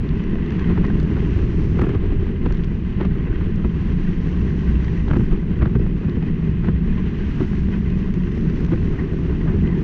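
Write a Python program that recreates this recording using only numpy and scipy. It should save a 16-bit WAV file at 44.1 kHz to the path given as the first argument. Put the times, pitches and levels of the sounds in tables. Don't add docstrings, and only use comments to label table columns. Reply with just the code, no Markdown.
import sys
import numpy as np
from scipy import signal
from scipy.fft import rfft, irfft, next_fast_len
from scipy.io import wavfile
from scipy.ndimage import uniform_filter1d

SR = 44100
rng = np.random.default_rng(int(sys.argv[2]) if len(sys.argv) > 2 else 0)


def generate_wav(sig):
    pcm = np.round(np.clip(np.atleast_2d(sig).T, -1, 1) * 32767).astype(np.int16)
    wavfile.write(sys.argv[1], SR, pcm)


N = 433503

# frequency_hz, gain_db
AIR_SPECTRUM = [(3, -12), (12, -0.5), (22, 17.5), (36, 12), (56, 1.5), (80, -6.5), (160, -61.5),
                (1000, -110)]
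TRACK_SPECTRUM = [(35, -17.5), (53, -4), (61, -4), (66, -9.5), (72, -7.5), (84, -5), (100, -9.5),
                  (125, -10.5), (180, -30.5), (1200, -110)]
ROLLING_SPECTRUM = [(80, -26.5), (115, -8.5), (150, 0), (185, -1.5), (228, -4), (250, -14), (400, -32),
                    (700, -76), (3000, -120)]
SHELL_SPECTRUM = [(150, -22), (240, 1), (280, 1.5), (335, 2), (405, 0.5), (445, -7), (520, -19), (620, -22),
                  (1200, -60), (12000, -135)]
CLATTER_SPECTRUM = [(300, -4.5), (550, 6), (820, 2.5), (1000, 3), (1250, 3), (1450, 1), (1620, 1.5),
                    (1900, -4.5), (2600, -9.5), (3600, -20), (6000, -38), (9000, -65), (15000, -125)]
TICK_BODY_SPECTRUM = [(600, -16), (1200, -1.5), (1900, 4), (3000, -2), (4200, -7), (6000, -25),
                      (12000, -75.5)]
TICK_EDGE_SPECTRUM = [(1500, -16), (3000, 1.5), (4200, 2.5), (6000, -2.5), (7200, -15.5), (8200, -26.5),
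                      (9300, -23.5), (10200, -48), (14000, -68)]
SNAP_SPECTRUM = [(2000, 1), (6500, 3), (9500, -4.5), (12500, -11), (14500, -26)]
SCRAPE_SPECTRUM = [(500, -13), (1050, 11), (1400, -8), (1750, 5), (1900, 14), (2060, 10), (2250, 0),
                   (2600, -20), (5000, -31), (9000, -69)]
RUSTLE_SPECTRUM = [(350, 4.5), (600, -9), (850, -4), (1050, -1.5), (1350, -6.5), (1700, -1), (1950, -0.5),
                   (2250, -6), (2850, -6), (3250, -11.5), (3550, -15.5), (4500, -22.5), (7000, -59.5),
                   (12000, -89)]
HISS_SPECTRUM = [(2500, -15), (4000, 2), (5200, -0.5), (5900, 1.5), (6800, -7), (7600, -13.5), (8400, -21),
                 (9000, -16), (9700, -28), (10300, -50.5), (12000, -69.5)]
TREBLE_ROLLOFF = [(3000, 0), (4500, -5), (7000, -22), (10000, -50)]

# time_s, relative_level_db
DRONE_CONTOUR = [(0.0, -20.5), (0.4, -29.5), (0.7, -23), (2.5, -22), (2.8, -27.5), (3.4, -22), (4.2, -28),
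                 (4.7, -24.5), (5.2, -25.5), (5.4, -35.5), (5.6, -18.5), (6.1, -25.5), (6.7, -25.5),
                 (8.2, -26.5), (8.4, -28), (8.8, -25), (9.0, -26.5), (9.6, -21), (9.8, -27)]
TRACK_MODE_CONTOUR = [(0.0, -41), (0.7, -26), (1.4, -26), (2.6, -34), (3.7, -35), (4.1, -28.5), (4.7, -20),
                      (5.15, -25), (5.4, -32), (6.4, -31.5), (6.7, -25), (7.1, -31), (7.9, -26.5),
                      (8.55, -36), (9.6, -26.5)]
BOOM_CONTOUR = [(0.0, -24.5), (1.0, -19.5), (1.4, -25.5), (1.8, -21), (2.1, -27.5), (2.6, -21.5),
                (2.9, -26), (3.1, -19), (3.3, -26), (3.6, -21), (4.8, -22), (5.9, -22.5), (6.6, -20.5),
                (7.3, -24.5), (7.8, -20.5), (8.3, -22.5), (8.5, -20), (9.0, -24.5), (9.8, -18.5)]
RATTLE_CONTOUR = [(0.05, -34.5), (0.97, -30.5), (1.7, -31.5), (1.86, -30), (2.9, -38), (3.25, -33),
                  (3.84, -36.5), (4.49, -32.5), (4.65, -35), (8.15, -35.5), (8.37, -33), (9.78, -30)]
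RUSTLE_CONTOUR = [(0.05, -46.5), (0.65, -43), (1.27, -45.5), (1.75, -45.5), (2.73, -48), (3.0, -46),
                  (3.33, -47.5), (4.57, -44.5), (5.82, -49.5), (7.34, -44), (7.88, -46.5), (9.78, -46.5)]

# pitch_hz, relative_level_db, t60_s
CAR_MODES = [(59, -6, 0.23), (117, 1, 0.11), (148, 1.5, 0.05), (197.6, -1, 0.075), (222.8, -1, 0.081),
             (288.7, -2.5, 0.089), (354.4, -5, 0.099), (402, -4, 0.044), (463, -8.5, 0.045)]
STEEL_MODES = [(983, -3, 0.082), (1052, 0.5, 0.14), (1120, -8.5, 0.11), (1220, -13, 0.025),
               (1543, 1, 0.044), (1910, 1.5, 0.05), (2056, -1, 0.097), (2510, -8.5, 0.099),
               (2670, -2, 0.019), (3110, -5, 0.023)]

# centre_s, rise_db
AIR_GUSTS = [(0.85, 6.5), (1.6, 5), (2.1, 4.5), (2.448, 9.5), (3.351, 4.5), (4.08, 6), (5.3, 8), (7.1, 4.5),
             (8.73, 1)]
# time_s, pitch_hz
BOOM_DRIFT = [(0.0, 176.4), (1.5, 168.5), (2.1, 175.2), (2.5, 169.5), (3.3, 178.5), (3.7, 171.1),
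              (4.2, 172), (4.45, 190), (4.9, 175.8), (5.6, 176.6), (5.9, 160), (6.4, 158.1), (6.9, 181.8),
              (7.35, 193.8), (7.8, 179.9), (8.5, 169.4), (9.3, 176), (9.8, 168.2)]
# centre_s, pitch_hz, level_db, half_width_s
WHEEL_SQUEAKS = [(1.88, 2505, -48, .04), (6.06, 2500, -51, .035), (6.255, 2510, -46.5, .025),
                 (6.91, 2460, -47, .018), (7.93, 2500, -52, .035), (9.66, 2475, -49, .025)]
# start_s, body_db, edge_db
METAL_TICKS = [(0.091, -41, -65), (0.239, -43, -55), (0.462, -39, -57), (0.482, -47, -56),
               (0.506, -38, -54), (0.522, -41, -58), (0.595, -36, -52), (0.851, -38, -54),
               (0.866, -44, -49), (1.0, -39, -48.5), (1.03, -44, -51), (1.814, -46, -52.5),
               (1.891, -46, -52), (1.948, -43, -59), (2.524, -35, -45), (2.547, -44, -57),
               (2.571, -39, -57), (2.578, -48, -61), (2.637, -40, -55), (2.644, -40, -47.5),
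               (3.011, -41, -60), (3.032, -53, -56), (3.051, -43, -55), (3.559, -52, -53),
               (4.846, -40, -48), (5.085, -41, -58), (5.136, -43, -53), (5.326, -42, -52),
               (5.794, -49, -56), (6.096, -41, -59), (6.226, -40, -62), (7.901, -42, -64), (8.14, -40, -47),
               (8.32, -46, -54), (8.35, -50, -55), (8.378, -45, -53), (8.41, -42, -53), (8.498, -38.5, -56),
               (8.559, -46, -60), (8.605, -48, -54), (8.648, -37.5, -49), (8.664, -43, -53),
               (8.759, -40, -62)]
# start_s, first_snap_db, run_db, decay_s
LIMITER_SIZZLES = [(1.8208, -52, -65.5, 0.075), (5.17, -55, -64, .1)]
# blow_s, clatter_db, thump_db, chatter_s
CAR_KNOCKS = [(0.331, -40, -13.5, .004), (0.356, -32.5, -22, 0.0031), (0.595, -41, -25, 0.0023),
              (0.705, -36, -11, 0.023), (0.779, -32, -11.5, 0.012), (0.845, -30.5, -22, 0.006),
              (0.903, -29, -24, 0.0027), (1.17, -35.5, -22.5, 0.014), (1.794, -25, -11.5, 0.005),
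              (1.818, -25, -9.5, 0.0056), (1.841, -33, -9.5, 0.016), (1.869, -32, -10.5, .003),
              (1.894, -29, -13.5, 0.0026), (1.95, -34.5, -17, 0.0076), (2.123, -34, -22, 0.003),
              (2.462, -25.5, -11, 0.0041), (2.508, -34, -17.5, 0.0032), (3.003, -34, -17.5, .003),
              (3.012, -28.5, -9, 0.009), (3.031, -33.5, -18, .006), (3.052, -29, -12, 0.005),
              (3.411, -37.5, -14.5, .007), (3.648, -30.5, -11, 0.0058), (5.083, -30, -17, 0.0029),
              (5.104, -33.5, -20, 0.0071), (5.113, -23.5, -8.5, 0.004), (5.135, -27.5, -14, 0.0049),
              (5.143, -30, -23, .0025), (5.158, -30, -21, 0.0023), (5.166, -30, -6.5, 0.0045),
              (5.171, -33, -15, .0028), (5.195, -38, -8, .003), (5.21, -37, -11, 0.0064),
              (5.326, -37, -12, 0.016), (5.613, -37, -14.5, .006), (5.627, -26, -8, 0.0081),
              (5.658, -26.5, -12, 0.0042), (5.677, -38, -21, .005), (5.757, -30.5, -8.5, 0.0058),
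              (5.798, -43, -14, 0.0076), (5.866, -35.5, -23, 0.0048), (6.092, -41, -20, 0.0073),
              (6.171, -42, -13, 0.0092), (6.229, -37.5, -17.5, 0.0073), (6.646, -32, -12, 0.004),
              (6.686, -31.5, -6.5, 0.01), (7.407, -35.5, -9, 0.021), (7.532, -35, -28, 0.0026),
              (7.688, -39, -12, .003), (8.686, -37, -24.5, 0.0076), (8.722, -32, -9, 0.005),
              (8.735, -33.5, -10.5, 0.0092), (9.482, -36.5, -25, 0.028)]
# centre_s, level_db, half_width_s
CHAIN_SCRAPES = [(0.58, -48.5, 0.24), (0.852, -36, 0.0076), (8.995, -37.5, 0.017), (9.702, -43, .07)]
# start_s, release_s, hiss_rise_db
CHAIN_PULLS = [(-0.1, 1.75, 4), (1.0, 1.7, 4), (3.35, 5.18, 5.5), (4.1, 4.6, 2.5), (6.6, 10.5, 4),
               (7.05, 7.5, 9), (7.9, 8.85, 2)]

TICK_SPAN_S = .003


def undb(db):
    return 10 ** (np.asarray(db) / 20)


def unit(x):
    return x / np.sqrt(np.mean(x ** 2))


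def contour(table):
    return np.interp(np.arange(N) / SR, *np.transpose(table))


def add(out, x, start_s):
    i = int(np.clip(start_s * SR, 0, N - 1))
    out[i:i + len(x)] += x[:N - i]


def colour(x, spectrum):
    size = 2 * next_fast_len(len(x) // 2 + 1)
    hz, db = np.transpose(spectrum)
    bins_hz = np.maximum(np.arange(size // 2 + 1) * SR / size, 1)
    gain = undb(np.interp(np.log(bins_hz), np.log(hz), db))
    cepstrum = irfft(np.log(gain))
    cepstrum[1:size // 2] *= 2
    cepstrum[size // 2 + 1:] = 0
    return irfft(rfft(x, size) * np.exp(rfft(cepstrum)))[:len(x)]


def walk(rate_hz):
    hold = int(SR / rate_hz)
    steps = rng.standard_normal(2048)[np.arange(N) // hold]
    return unit(uniform_filter1d(uniform_filter1d(steps, hold), hold))


def steady(x, span_s):
    return x / np.sqrt(uniform_filter1d(x ** 2, int(span_s * SR)) + 1e-12)


def swell(centre_s, half_width_s):
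    return np.exp(-((np.arange(N) / SR - centre_s) / half_width_s) ** 2)


def with_energy(x, level_db, span_s):
    return x * np.sqrt(span_s * SR / np.sum(x ** 2)) * undb(level_db)


def contacts(rate_hz, spread_db):
    hit = rng.random(N) < rate_hz / SR
    size = undb(spread_db * np.clip(rng.standard_normal(N), -2, 2))
    return unit(hit * size * rng.choice([-1, 1], N))


def scatter(count):
    place, strength = rng.random((count, 2)).T
    return np.column_stack([(np.arange(count) + place) / count * N / SR, 2 * strength - 1])


def resonance(centre_hz, renewal_hz):
    phase = 2 * np.pi * np.cumsum(centre_hz) / SR
    return walk(renewal_hz) * np.sin(phase) + walk(renewal_hz) * np.cos(phase)


def air_buffet(breeze_db=-27.5):
    pressure = steady(colour(rng.standard_normal(N), AIR_SPECTRUM), span_s=0.46)
    gusts_db = sum(rise_db * swell(centre_s, half_width_s=0.17) for centre_s, rise_db in AIR_GUSTS)
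    return pressure * undb(breeze_db + 1.5 * walk(7.6) + gusts_db)


def track_drone(mode_hz=67):
    drone = steady(colour(rng.standard_normal(N), TRACK_SPECTRUM), span_s=0.28)
    drone *= undb(contour(DRONE_CONTOUR) + 1.4 * walk(8.8))
    mode = steady(resonance(mode_hz + 1.5 * walk(3), renewal_hz=11), span_s=.4)
    return drone + mode * undb(contour(TRACK_MODE_CONTOUR))


def wheel_boom(wander_hz=7):
    boom = resonance(contour(BOOM_DRIFT) + wander_hz * walk(6), renewal_hz=26)
    rolling = unit(colour(rng.standard_normal(N), ROLLING_SPECTRUM))
    level_db = contour(BOOM_CONTOUR) - 0.36 + walk(9.8)
    return steady(rolling + undb(-3) * boom, span_s=0.17) * undb(level_db)


def limiter_sizzles(count=24, gap_s=.00533, spread_db=9):
    out = np.zeros(N)
    snap = with_energy(colour(signal.unit_impulse(512), SNAP_SPECTRUM), 0, TICK_SPAN_S)
    for start_s, first_snap_db, run_db, decay_s in LIMITER_SIZZLES:
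        strength, jitter = rng.uniform(-0.89, 1, (count, 2)).T
        delays_s = (np.arange(count) + 1 + .2 * jitter) * gap_s
        gains = undb(run_db + spread_db * strength) * np.exp(-delays_s / decay_s)
        add(out, undb(first_snap_db) * snap, start_s)
        for delay_s, gain in zip(delays_s, gains):
            add(out, gain * snap, start_s + delay_s)
    return out


def wheel_squeak(whine_hz=2500):
    t = np.arange(N) / SR
    waver = 2 * np.pi * np.cumsum(9 * walk(40)) / SR
    out = undb(-65 + 3.4 * walk(11)) * np.sin(2 * np.pi * whine_hz * t + waver)
    grip = unit(undb(3.5 * walk(150)))
    for centre_s, pitch_hz, level_db, half_width_s in WHEEL_SQUEAKS:
        tone = np.sin(2 * np.pi * pitch_hz * t + waver)
        out += undb(level_db) * swell(centre_s, half_width_s) * grip * tone
    return out


def shell_rattle(judder_db):
    patter = contacts(rate_hz=450, spread_db=1) * undb(1.1 * judder_db)
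    shell = steady(colour(patter, SHELL_SPECTRUM), span_s=0.14)
    edge = unit(colour(patter, CLATTER_SPECTRUM))
    return undb(contour(RATTLE_CONTOUR)) * (undb(3) * shell + undb(-17) * edge)


def metal_ticks(size=2048):
    out, t = np.zeros(N), np.arange(size) / SR
    for start_s, body_db, edge_db in METAL_TICKS:
        scuff = rng.standard_normal(size) * np.exp(-t / 0.0018)
        contact = signal.unit_impulse(size) + with_energy(scuff, level_db=7, span_s=1 / SR)
        body = with_energy(colour(contact, TICK_BODY_SPECTRUM), body_db, TICK_SPAN_S)
        edge = with_energy(colour(contact, TICK_EDGE_SPECTRUM), edge_db, TICK_SPAN_S)
        add(out, body + edge, start_s)
    return out


def shell_ring(t, contact_s=0.0037):
    mode_hz, mode_db, t60_s = np.transpose(CAR_MODES)[:, :, None]
    shares = undb(mode_db + 4 * rng.standard_normal(mode_hz.shape)) * rng.choice([-1, 1], mode_hz.shape)
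    pitch_hz = mode_hz * (1 + .04 * rng.standard_normal(mode_hz.shape))
    decay = np.exp(-np.log(1000) * t / t60_s)
    ring = np.sum(shares * np.sin(2 * np.pi * pitch_hz * t) * decay, axis=0)
    ring *= 1 - np.exp(-t / contact_s)
    return ring / np.abs(ring).max()


def knocks(size=16384, lead_s=.05, bounce_rate_hz=3000):
    out, t = np.zeros(N), np.arange(size) / SR
    accent = 1 + (undb(0.5) - 1) * np.exp(-((t - lead_s) / 0.0052) ** 2)
    jolts = [(blow_s, -46 + 3.5 * force, -28 + 3.5 * force, 0.009) for blow_s, force in scatter(16)]
    for blow_s, clatter_db, thump_db, chatter_s in list(CAR_KNOCKS) + jolts:
        bounces = rng.choice([-1, 1], size) * (rng.random(size) < bounce_rate_hz / SR)
        age = (t - lead_s) / chatter_s
        envelope = accent * np.exp(np.minimum(age, -age / 0.94))
        clatter = colour(bounces * envelope, CLATTER_SPECTRUM)
        add(out, with_energy(clatter, clatter_db, chatter_s), blow_s - lead_s)
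        add(out, shell_ring(t) * undb(thump_db), blow_s - .002)
    return out


def chain_scrapes():
    slips = contacts(rate_hz=1800, spread_db=4)
    grind = unit(colour(colour(slips, SCRAPE_SPECTRUM), TREBLE_ROLLOFF))
    return grind * sum(undb(level_db) * swell(centre_s, half_width_s)
                       for centre_s, level_db, half_width_s in CHAIN_SCRAPES)


def chain_clinks():
    out = np.zeros(N)
    strikes = contacts(rate_hz=54, spread_db=3)
    for pitch_hz, mode_db, t60_s in STEEL_MODES:
        pole = np.exp((2j * np.pi * pitch_hz - np.log(1000) / t60_s) / SR)
        drive = strikes * rng.standard_normal(N) + 1e-18
        out += undb(mode_db) * unit(signal.lfilter([1], [1, -pole], drive).imag)
    return unit(colour(out, TREBLE_ROLLOFF))


def tension_db(rise_s=0.84, fall_s=0.16):
    t = np.arange(N) / SR
    return sum(rise_db * np.clip((t - start_s) / rise_s, 0, 1) * np.clip(1 - (t - release_s) / fall_s, 0, 1)
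               for start_s, release_s, rise_db in CHAIN_PULLS)


def lift_chain(judder_db, slack_hiss_db=-68):
    links = contacts(rate_hz=650, spread_db=3)
    rustle = unit(colour(rng.standard_normal(N) + undb(-6) * links, RUSTLE_SPECTRUM))
    rustle += undb(-8.5) * chain_clinks()
    rustle *= undb(contour(RUSTLE_CONTOUR) + 3.5 + 1.1 * judder_db)
    hiss = unit(colour(rng.standard_normal(N) + undb(-17) * links, HISS_SPECTRUM))
    return rustle + hiss * undb(slack_hiss_db + tension_db() + judder_db)


def scene():
    judder_db = walk(35)
    rumble = air_buffet() + track_drone() + wheel_boom()
    car = shell_rattle(judder_db) + knocks()
    metal = lift_chain(judder_db) + metal_ticks()
    camera_crackle = limiter_sizzles()
    friction = wheel_squeak() + chain_scrapes()
    return (rumble + car + metal + camera_crackle + friction)[None]


def record(dry, ceiling=0.91, cutoff_hz=15000):
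    rounded = dry / (1 + (dry / ceiling) ** 4) ** (1 / 4)
    return signal.sosfilt(signal.ellip(8, .2, 70, cutoff_hz, fs=SR, output="sos"), rounded)


dry = scene()
out = record(dry)
generate_wav(out)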